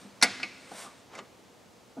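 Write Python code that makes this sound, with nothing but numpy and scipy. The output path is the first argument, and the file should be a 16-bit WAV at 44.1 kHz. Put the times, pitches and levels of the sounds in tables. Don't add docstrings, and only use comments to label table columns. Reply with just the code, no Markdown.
import sys
import numpy as np
from scipy import signal
from scipy.fft import rfft, irfft, next_fast_len
from scipy.io import wavfile
from scipy.ndimage import map_coordinates

SR = 44100
rng = np.random.default_rng(int(sys.argv[2]) if len(sys.argv) > 2 else 0)


def voltage_ratio(decibels):
    exponent = np.asarray(decibels, float) / 20
    return 10 ** exponent


def generate_wav(signal):
    frames = np.transpose(np.atleast_2d(signal))
    scaled = np.clip(frames, -1, 1) * 32767
    pcm = np.round(scaled).astype(np.int16)
    wavfile.write(sys.argv[1], SR, pcm)


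N = 88200
BLOW_T = np.arange(SR * 3 // 5) / SR


def unit(x):
    return x / np.sqrt(np.mean(x ** 2) + 1e-20)


def along(points, hz):
    point_hz, value = np.transpose(points)
    return np.interp(np.log(hz + 1), np.log(point_hz + 1), value)


def filtered(x, response):
    n = x.shape[-1]
    padded = next_fast_len(n + 8192)
    spectrum = rfft(x, padded) * response(np.fft.rfftfreq(padded, 1 / SR))
    return irfft(spectrum, padded)[..., :n]


def noise(spectrum, size, colour=lambda hz: 0):
    white = rng.standard_normal(size)
    return unit(filtered(white, lambda hz: voltage_ratio(along(spectrum, hz) + colour(hz + 50))))


def wobble(rate):
    knots = rng.standard_normal(int(N * rate / SR) + 4)
    return map_coordinates(knots, [np.arange(N) * rate / SR])


def decay(db, t60):
    return voltage_ratio(db - 60 * BLOW_T / t60)


def lift(hz, hz0, lift_db, octaves):
    return lift_db * np.exp(-(np.log2(hz / hz0) / octaves) ** 2)


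def ring(modes, colour):
    hz, db, t60 = np.transpose(modes)[..., None]
    chance = rng.standard_normal((2, len(modes), 1))
    level = voltage_ratio(db + colour(hz) + 1.6 * chance[0])
    phase = 0.92 * chance[1]
    waves = level * decay(0, t60) * np.sin(2 * np.pi * hz * BLOW_T + phase)
    return waves.sum(0) / np.sqrt(np.sum(level ** 2))


def clack(db, tilt_db, hz0, lift_db):
    # frequency in Hz, relative level in dB, t60 in seconds.
    steel = [(1196, -16.5, 0.12), (1447, -3.5, 0.11), (1667, -8.5, 0.083), (1930, -12.5, 0.145),
             (2068, -1, 0.076), (2208, -10, 0.16), (2325, -3, 0.0391), (2322, -5.5, 0.024),
             (2546, -9, 0.055), (2708, -19.5, 0.056), (2980, -17.5, 0.064), (3664, -4.5, 0.062),
             (4216, 1, 0.047), (4558, -9, 0.046), (4530, -5, 0.064), (5186, -3, 0.052),
             (5600, -10.5, 0.082), (5970, -9.5, 0.047), (6930, -14, .04), (7740, -13, 0.06),
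             (8460, -15.5, .05), (10140, -7, 0.029)]
    # frequency in Hz, relative spectral level in dB per Hz.
    chatter_tone = [(250, -38), (720, -3.5), (1000, -15), (1450, -8.5), (2150, -7), (3200, -10.5),
                    (4500, -5.5), (5400, -7.5), (6800, -10.5), (10000, -13), (12000, -25.5), (15500, -52)]
    # frequency in Hz, relative spectral level in dB per Hz.
    bed_tone = [(180, -31), (300, -18), (600, -10.5), (869, -8.5), (1420, -4), (2300, -2), (3440, -5),
                (5200, -7), (7670, -15.5), (15000, -52.5)]

    def colour(hz):
        return tilt_db * np.log2(hz) + lift(hz, hz0, lift_db, octaves=0.24)

    chatter = decay(-6, t60=0.057) * noise(chatter_tone, len(BLOW_T), colour)
    bed = decay(-28.5, t60=0.65) * noise(bed_tone, len(BLOW_T))
    onset = 1 - np.exp(-BLOW_T / 0.0003)
    return voltage_ratio(db) * onset * (ring(steel, colour) + chatter + bed)


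def lever():
    # start in seconds, level in dB, treble tilt in dB per octave,
    # favoured pitch in Hz, its lift in dB.
    clacks = [(.2138, -27.5, -4.5, 5960, 18), (.2222, -43, -19, 2130, -4), (0.2251, -7, -0.5, 4660, 1.5),
              (.2305, -11.5, 4, 4600, 4.5), (.2342, -21, -3, 1700, 3), (.2435, -22.5, -6.5, 1730, 0),
              (.400, -35.5, -5.5, 1700, 5.5), (.4302, -27, -8, 2280, 31), (.4305, -30, -4.5, 5200, 7),
              (0.4322, -25, -6, 2660, 24), (1.1515, -43, 1, 2230, 23), (1.1515, -48, 8, 6900, 16),
              (1.158, -50, -2, 2120, 12), (1.1755, -48, 8, 6150, 29), (1.188, -38.5, -8, 2940, 22.5),
              (1.1885, -45, -5.5, 7060, 18)]
    out = np.zeros(N + SR)
    for start, *blow in clacks:
        out[round(start * SR):][:len(BLOW_T)] += clack(*blow)
    return out[:N]


def casting():
    # start in seconds, level in dB, favoured pitch in Hz, its lift in dB,
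    # softness (time constant of the onset) in seconds.
    knocks = [(0.014, -39.5, 284, 3, 0.0052), (0.043, -37, 306, -2, 0.0071),
              (0.2256, -19.5, 740, 13, 0.00038), (.228, -26.5, 257, 3, 0.003),
              (.232, -28, 500, 17.5, 0.0013), (0.27, -31.5, 231, 24, 0.0021), (0.299, -42, 105, 50, 0.0046),
              (0.438, -35.5, 327, 10, 0.00092), (0.7164, -34.5, 744, 17.5, 0.00039),
              (.722, -40, 243, 7, 0.0015), (.844, -43, 1200, 21.5, 0.001), (.850, -42, 745, 21, 0.0011),
              (0.862, -37.5, 1170, 19, 0.0012), (.869, -45.5, 1280, 30, 0.0016),
              (1.137, -56, 1200, 25, 0.0013), (1.165, -43, 503, 8.5, 0.0013),
              (1.1765, -55, 700, 0, 0.00079), (1.188, -36, 1200, 15, 0.00078),
              (1.1917, -40.5, 445, 20, 0.0013), (1.967, -33, 795, 0, 0.0023), (1.973, -36, 718, 18, 0.002),
              (1.9775, -26, 249, 12, 0.0034)]
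    # frequency in Hz, relative level in dB, t60 in seconds.
    modes = [(105, -24, 0.27), (200.3, 0, 0.21), (253.5, 0.5, 0.15), (316.3, 1.5, 0.073), (500, -3, 0.11),
             (700, -1, 0.054), (809, 0, 0.068), (1200, -2, 0.057), (1467, 0, 0.14)]
    # frequency in Hz, relative spectral level in dB per Hz.
    thud_tone = [(60, -69), (180, 6.5), (700, -2), (1500, -2), (3000, -29), (6000, -87)]
    out = np.zeros(N + SR)
    for start, db, hz0, lift_db, soft in knocks:
        def colour(hz):
            dulling_db = 20 * np.log10(1 + (hz * soft / 1.4) ** 2)
            return lift(hz, hz0, lift_db, octaves=0.16) - dulling_db

        thud = decay(-9, t60=0.16) * noise(thud_tone, len(BLOW_T), colour)
        onset = (1 - np.exp(-BLOW_T / abs(soft))) ** 2
        out[round(start * SR):][:len(BLOW_T)] += voltage_ratio(db) * onset * (ring(modes, colour) + thud)
    return out[:N]


def rubbing(stroke, tone, db, grainy_db, rate):
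    treble_hz, treble_grows = 7040, 0.65
    start, level = np.transpose(stroke)
    times = [start[0] - .03, *start, start[-1] + 0.059]
    stroke_db = np.interp(np.arange(N) / SR, times, [-100, *level, -100])
    rub = unit(voltage_ratio(grainy_db * wobble(rate)) * noise(tone, N))
    treble = filtered(rub, lambda hz: 1 / (1 + (treble_hz / (hz + 1)) ** 4))
    treble_gain = voltage_ratio(treble_grows * (stroke_db - max(level)))
    return voltage_ratio(stroke_db + db) * (rub - treble + treble * treble_gain)


def slide():
    # time in seconds, level in dB.
    stroke = [(0, -53.5), (.09, -59.5), (.14, -62), (.5, -61), (.6, -56.5), (.7, -53), (.74, -48),
              (.8, -43.5), (.845, -45), (.875, -51.5), (.91, -56), (.95, -59), (1.0, -59.5), (1.08, -68)]
    # frequency in Hz, relative spectral level in dB per Hz.
    tone = [(200, -29.5), (500, 0), (1500, -4), (2600, -8), (3600, -7), (4400, -10.5), (5800, -8),
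            (6500, -10.5), (7500, -8.5), (8700, -4.5), (9600, -11), (11500, -16.5), (13300, -26),
            (15500, -43), (16500, -89)]
    return rubbing(stroke, tone, db=0, grainy_db=1, rate=260)


def rattle():
    # time in seconds, level in dB before the gain db below.
    stroke = [(1.08, -70), (1.134, -50), (1.156, -48), (1.172, -49.5), (1.19, -42.5), (1.226, -68),
              (1.26, -61.5)]
    # frequency in Hz, relative spectral level in dB per Hz.
    tone = [(120, -31), (200, -1), (849, -1), (1290, -2.5), (1810, -8), (2210, -10.5), (7830, -20),
            (15000, -48)]
    return rubbing(stroke, tone, db=1, grainy_db=1, rate=520)


def blend(a, b, alike):
    half_angle = np.arccos(np.clip(alike, -1, 1)) / 2
    return np.cos(half_angle) * a, np.sin(half_angle) * b


def shop(x):
    # frequency in Hz, t60 in seconds.
    t60 = [(150, 2.7), (700, 0.47), (2500, 1.43), (6000, 1.42), (12000, 0.47)]
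    # frequency in Hz, relative level in dB.
    tone = [(100, 2), (400, 7), (1000, 1), (2500, 3), (6000, -5.5), (12000, -4)]
    hz, t, z = signal.stft(rng.standard_normal((2, SR * 3 // 2)), SR, nperseg=256)
    z = z * voltage_ratio(along(tone, hz)[:, None] - 60 * t / along(t60, hz)[:, None])
    a, b = signal.istft(z, SR, nperseg=256)[1]
    mid, side = blend(a, b, alike=0.95)
    tail = np.array([mid + side, mid - side]) / np.linalg.norm(a)
    delayed = np.pad(x, (400, 0))[None]
    return signal.fftconvolve(delayed, tail, axes=1)[:, :len(x)]


def hum():
    # frequency in Hz, rms level in dB before the wavering.
    partials = [(120, -74.5), (240, -79), (478, -70.5)]
    t = np.arange(N) / SR
    out = np.zeros(N)
    for hz, db in partials:
        level = np.sqrt(2) * voltage_ratio(db + 2.2 * wobble(4.54))
        out += level * np.sin(2 * np.pi * hz * t + 2.3 * wobble(4.2))
    return out


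def air():
    # frequency in Hz, relative spectral level in dB per Hz.
    floor = [(15, -62.5), (25, -31), (86, -6.5), (107, -6.5), (160, -6.5), (189, -3), (423, -6), (478, -6),
             (875, -9), (1630, -16.5), (6780, -22), (15600, -36.5)]
    # frequency in Hz, correlation from 0 to 1.
    alike = [(60, 0.73), (180, 0.5), (550, 0.61), (1650, 0.65), (4970, 0.86), (15000, 0.79)]

    def response(hz):
        level = voltage_ratio(along(floor, hz))
        return np.array(blend(level, level, along(alike, hz)))

    mid, side = filtered(rng.standard_normal((2, N)), response)
    return voltage_ratio(-57.5 + 0.17 * wobble(7.04)) * np.array([mid + side, mid - side]) / np.std(mid)


def scene():
    # frequency in Hz, level of side relative to mid in dB.
    side_db = [(100, -24.5), (1000, -37), (2500, -16), (5000, -20), (10000, -16.5)]
    mic_low_hz, side_phase = 130, 1.65
    near = lever() + casting() + slide() + rattle()
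    near = filtered(near, lambda hz: (1j * hz / (1j * hz + mic_low_hz)) ** 2)
    side = filtered(near, lambda hz: voltage_ratio(along(side_db, hz)) * np.exp(1j * side_phase))
    lead = round(0.31 * SR)
    earlier = clack(db=-15.5, tilt_db=0, hz0=1380, lift_db=2.0)[:lead]
    before = np.pad(earlier, (0, SR))[:lead]
    wet = shop(np.concatenate([before, near]))[:, lead:]
    return np.array([near + side, near - side]) + voltage_ratio(-21) * wet + air() + hum()


def low_pass(x):
    return signal.sosfilt(signal.butter(12, 15780, fs=SR, output="sos"), x)


def record(dry):
    clip_top, top_hz = .66, 15750
    rounded = dry / (1 + np.abs(dry / clip_top) ** 6) ** (1 / 6)
    mix = filtered(rounded, lambda hz: hz < top_hz)
    return low_pass(mix)


dry = scene()
out = record(dry)
generate_wav(out)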